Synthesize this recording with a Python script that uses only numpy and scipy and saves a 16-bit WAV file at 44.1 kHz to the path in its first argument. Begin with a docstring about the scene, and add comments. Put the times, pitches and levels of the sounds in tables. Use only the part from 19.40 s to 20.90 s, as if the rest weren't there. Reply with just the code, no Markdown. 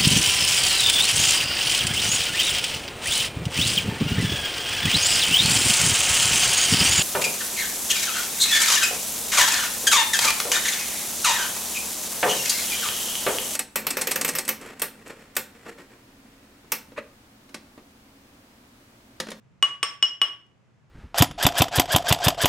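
"""A mallet taps a ring on a hand-held steel mandrel four times in a small, quiet workshop.
Each impact gives a dry knock and excites the bending modes of the bar, in a mix set by where it lands;
the hand soon damps them. The ring clacks on the bar, faint resonances of the bench and the room ring
after each knock, and the walls reverberate. One faint tick of metal follows.
Soft air noise, a rumble and a low mains hum lie underneath."""
import sys
import numpy as np
from scipy import signal
from scipy.fft import rfft, irfft
from scipy.io import wavfile

SR = 44100
rng = np.random.default_rng(int(sys.argv[2]) if len(sys.argv) > 2 else 0)


def master_out(mix):
    """Clip the mix to full scale and print it as 16-bit PCM to the path in sys.argv[1]."""
    frames = np.transpose(np.atleast_2d(mix))
    ceiling = np.clip(frames, -1, 1)
    pcm = np.round(ceiling * 32767).astype(np.int16)
    wavfile.write(sys.argv[1], SR, pcm)


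N = 66150
TIME, FREQS = np.arange(N) / SR, np.fft.rfftfreq(N, 1 / SR)

# Spectrum of the air noise. Each row: frequency in Hz, relative spectral density in dB.
AIR_SPECTRUM = [(15, -59), (25, -34), (130, -4.5), (335, -20.5), (373, -19.5), (1040, -25.5), (2550, -31),
                (3920, -39.5), (6920, -41.5), (16000, -67.5)]
# Course of the low rumble. Each row: time in seconds, gain in dB.
RUMBLE_GAINS = [(0, 3), (.58, 3), (.65, -6), (1.5, 2.5)]
# Mallet blows. Each row: start in seconds, then gains in dB for the knock, its bass, its crack,
# its treble, the ring's clack and each of the five bar modes.
MALLET_BLOWS = [(0.226, 0.5, -4, 0.5, 1, -0.5, -19.5, -9.5, -52, -29.5, -62.5),
                (0.4295, 2, -9.5, -1.5, 2.5, 2, -21.5, -27.5, -21, -23, -55),
                (0.6259, -3, -4.5, 4.5, -7.5, 6.5, -31, -10, -19, -34.5, -56),
                (0.8156, -1, -1, -6, 6.5, 7, -24.5, -11.5, -30, -32.5, -60.5)]
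# Spectrum of the mallet's contact. Each row: frequency in Hz, level in dB.
KNOCK_SPECTRUM = [(60, -20.5), (160, -6), (400, -1.5), (800, 5), (1400, 10), (2600, 14.5), (3400, 9.5),
                  (4200, -0.5), (6000, 3), (8500, -1.5), (11000, -8.5), (16000, -21.5)]
# Reverberation. Each row: frequency in Hz, level in dB, T60 in seconds, left-right correlation.
ROOM_BANDS = [(120.1, -8, 0.27, 1), (396.7, 3, 0.57, .7), (756, -0.5, 0.33, .5), (1730, -3.5, 0.4, .3),
              (2960, -6, 0.37, 0), (4575, -3, .32, .05), (7450, -6.5, .31, 0), (14000, -13.5, 0.32, 0.079)]
# Bending modes of the mandrel, each with a twin in the other plane. Each row: frequency in Hz,
# T60 in seconds, reverberant-to-direct ratio in dB, scattered-to-standing ratio in dB,
# twin's offset in Hz, twin's relative level in dB.
BAR_MODES = [(1138, 0.17, -8.5, 11.5, -14, -23.5), (2902.7, 0.24, -13, 2.5, 1, -21),
             (5371, 0.085, -1, 5, -43, -14.5), (8523, 0.11, -16, 1.5, 27.5, -11.5),
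             (12100, .14, -4, -0.5, 16.5, -14.5)]
# Modes of the ring clacking on the bar. Each row: frequency in Hz, level in dB, T60 in seconds.
RING_MODES = [(2790, -25.5, 0.023), (3022, -17.5, 0.022), (3217, -21.5, .028), (3533, -36.5, 0.027),
              (5422, -33, .06)]
# Faint resonances of the bench and the room that ring after each knock.
# Each row: frequency in Hz, level in dB, T60 in seconds.
BENCH_AND_ROOM_RESONANCES = [(175, -56, .05), (319, -41.5, 0.053), (463, -34, 0.066), (1290, -39, .12),
                             (1364, -43, .25), (1503, -44, 0.076), (1765, -47.5, .22), (2092, -41, .28),
                             (2328, -44, 0.12)]

BASS_HZ, CRACK_HZ, TREBLE_HZ = 950, 7000, 9700   # tone regions of a knock


def from_db(db):
    """Amplitude grows tenfold for every 20 dB."""
    return 10 ** (np.asarray(db) / 20)


def rms(x):
    """Effective amplitude is the root of the mean square."""
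    return np.sqrt(np.mean(x ** 2) + 1e-24)


def at_hz(table, hz, column=1):
    """Interpolation of one column along a logarithmic frequency axis."""
    table = np.array(table)
    return np.interp(np.log(hz + 1e-9), np.log(table[:, 0]), table[:, column])


def delayed(x, seconds):
    """A delay is a phase lag proportional to frequency."""
    hz = np.fft.rfftfreq(2 * N, 1 / SR)
    return irfft(rfft(x, 2 * N) * np.exp(-2j * np.pi * hz * seconds))[..., :N]


def decay(t, t60):
    """Exponential damping: from t = 0 the level falls 60 dB every t60 seconds."""
    return 1000. ** (-np.maximum(t, 0) / t60)


def stereo_noise(correlation):
    """The balance of independent mid and side noise sets the correlation of two channels."""
    mid, side = rng.standard_normal((2, N))
    side = side * np.array([[1], [-1]])
    return (np.sqrt(1 + correlation) * mid + np.sqrt(1 - correlation) * side) / np.sqrt(2)


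def room_tone(air_db=-61.5, rumble_top_hz=250, hum_hz=120, hum_db=-70):
    """Broadband air noise and a sinusoidal mains hum; the rumble dips and slowly recovers."""
    spectrum = rfft(stereo_noise(correlation=.3)) * from_db(at_hz(AIR_SPECTRUM, FREQS))
    air = irfft(spectrum, N)
    rumble = irfft(spectrum / (1 + (FREQS / rumble_top_hz) ** 4), N)
    swell = from_db(np.interp(TIME, *np.transpose(RUMBLE_GAINS)))
    hum = np.sqrt(2) * np.sin(2 * np.pi * (hum_hz * TIME + rng.random()))
    return from_db(air_db) * (air - rumble + swell * rumble) / rms(air) + from_db(hum_db) * hum


def minimum_phase_pulse(spectrum_db):
    """Minimum phase gives the most compact causal pulse for a magnitude spectrum."""
    cepstrum = irfft(np.log(from_db(spectrum_db)), N)
    causal_fold = 1 + np.sign(N / 2 - np.arange(N)) * (TIME > 0)
    return irfft(np.exp(rfft(cepstrum * causal_fold)), N)


def mallet_contact(db, bass_db, crack_db, treble_db, treble_lag_s=.00045):
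    """A brief impact has a broad spectrum, coloured by how it lands; group delay rises with frequency."""
    bass = 1 / (1 + (FREQS / BASS_HZ) ** 2)
    crack = np.exp(-2 * (2 * np.log((FREQS + 1) / CRACK_HZ)) ** 2)
    treble = 1 - 1 / (1 + (FREQS / TREBLE_HZ) ** 4)
    colour_db = bass_db * bass + crack_db * crack + treble_db * treble
    click = minimum_phase_pulse(at_hz(KNOCK_SPECTRUM, FREQS) + db + colour_db)
    smear = np.exp(-1j * np.pi * treble_lag_s * FREQS ** 2 / TREBLE_HZ)
    return irfft(rfft(click) * smear, N) * (TIME < .5)


def direct(x, right_lag_s=.00003):
    """Path difference: the direct wave arrives on the left first."""
    return np.array([x, delayed(x, right_lag_s)])


def early_echoes(onset_s=.0012, level_db=-5.5, treble_db=-.5):
    """Early reflections from hands, bench and heater form a dense, short impulse response."""
    spray = stereo_noise(correlation=.5) * decay(TIME - onset_s, t60=.04) * (TIME > onset_s)
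    spray = spray * from_db(level_db) / (rms(spray) * np.sqrt(N))
    treble = signal.sosfilt(signal.butter(1, TREBLE_HZ, "high", fs=SR, output="sos"), spray)
    return spray + (from_db(treble_db) - 1) * treble


def workshop_response(onset_s=.0015, build_s=.0052):
    """A diffuse field builds up, then each third-octave band decays at its own rate."""
    edges = np.geomspace(70, 18000, 25)
    t = np.maximum(TIME - onset_s, 0)
    response = 0
    for low, high in zip(edges, edges[1:]):
        centre = np.sqrt(low * high)
        db, t60, correlation = (at_hz(ROOM_BANDS, centre, column) for column in (1, 2, 3))
        band = irfft(rfft(stereo_noise(correlation)) * ((FREQS >= low) & (FREQS < high)), N)
        band = band * decay(t, t60) * (1 - np.exp(-t / build_s))
        unit_gain_rms = np.sqrt(2 * (high - low) / SR / N)
        response = response + band / rms(band) * unit_gain_rms * from_db(db)
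    return response


def reverb(x, response):
    """Reflected sound is the source convolved with an impulse response."""
    return signal.fftconvolve(x[None], response, axes=1)[:, :N]


def mallet_knocks(room):
    """Each impact arrives as a direct pulse, then early reflections and reverberation."""
    knocks = sum(delayed(mallet_contact(db, bass, crack, treble), start)
                 for start, db, bass, crack, treble, *_ in MALLET_BLOWS)
    return direct(knocks) + reverb(knocks, early_echoes() + room)


def mode(start, hz, t60, rise_s=.0008):
    """A struck normal mode vibrates freely as a damped sinusoid."""
    t = np.maximum(TIME - start, 0)
    return np.sin(2 * np.pi * hz * t) * decay(t, t60) * (1 - np.exp(-t / rise_s))


def tone_field(tone, hz, room, scatter_db, phase_rad=.24):
    """A tone in a room sets up a standing wave plus a scattered, wavering field."""
    phase = phase_rad * np.array([[-1], [1]])   # the standing wave differs in phase left and right
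    room_t60 = at_hz(ROOM_BANDS, hz, column=2)
    standing = reverb(tone, np.cos(2 * np.pi * hz * TIME + phase) * decay(TIME, room_t60))
    scattered = reverb(tone, room)
    return standing / rms(standing) + from_db(scatter_db) * scattered / rms(scattered)


def blend(x, wet, wet_db):
    """Direct and reverberant sound add at a set energy ratio."""
    return direct(x) + wet * rms(x) / rms(wet) * from_db(wet_db)


def mandrel(room, grip_after_s=.029, grip_t60_s=.08):
    """Twin bending modes of slightly different frequency beat; the closing hand adds damping."""
    sound = 0
    for k, (hz, t60, wet_db, scatter_db, twin_hz, twin_db) in enumerate(BAR_MODES):
        tone, twin = 0, from_db(twin_db)
        for start, _, _, _, _, _, *modes_db in MALLET_BLOWS:
            pair = (mode(start, hz, t60) + twin * mode(start, hz + twin_hz, t60)) / (1 + twin)
            grip = decay(TIME - start - grip_after_s, grip_t60_s)
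            tone = tone + from_db(modes_db[k]) * pair * grip
        sound = sound + blend(tone, tone_field(tone, hz, room, scatter_db), wet_db)
    return sound


def struck(modes, start):
    """Modal superposition: an impact excites all modes at once, here in alternating polarity."""
    return sum(from_db(db) * (-1) ** k * mode(start, hz, t60) for k, (hz, db, t60) in enumerate(modes))


def ring_clacks(room):
    """Collision of ring and bar excites high, strongly damped modes."""
    clacks = sum(from_db(db) * struck(RING_MODES, start) for start, _, _, _, _, db, *_ in MALLET_BLOWS)
    return blend(clacks, reverb(clacks, room), wet_db=-5.5)


def bench_and_room_resonances(room):
    """Linear response: faint resonances of bench and room ring in proportion to each knock."""
    ringing = sum(from_db(db) * struck(BENCH_AND_ROOM_RESONANCES, start)
                  for start, db, *_ in MALLET_BLOWS)
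    return blend(ringing, reverb(ringing, room), wet_db=-14)


def metal_tick(room, start_s=1.067, gain_db=-46):
    """A tiny contact of metal in the hand radiates a band-limited impulse."""
    impulse = 1e-18 + (np.arange(N) == int(start_s * SR))
    bright_band = signal.butter(2, [2500, 9000], "band", fs=SR, output="sos")
    click = from_db(gain_db) * signal.sosfilt(bright_band, impulse)
    return direct(click) + reverb(click, room)


def scene():
    """Superposition: the pressures of all sources add in one room."""
    room = workshop_response()
    blows = mallet_knocks(room) + mandrel(room) + ring_clacks(room) + bench_and_room_resonances(room)
    return blows + metal_tick(room) + room_tone()


def record(dry, cutoff_hz=16700):
    """Band limiting: a steep low-pass filter removes the highest treble."""
    return signal.sosfilt(signal.ellip(10, .2, 80, cutoff_hz, fs=SR, output="sos"), dry)


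dry = scene()
out = record(dry)
master_out(out)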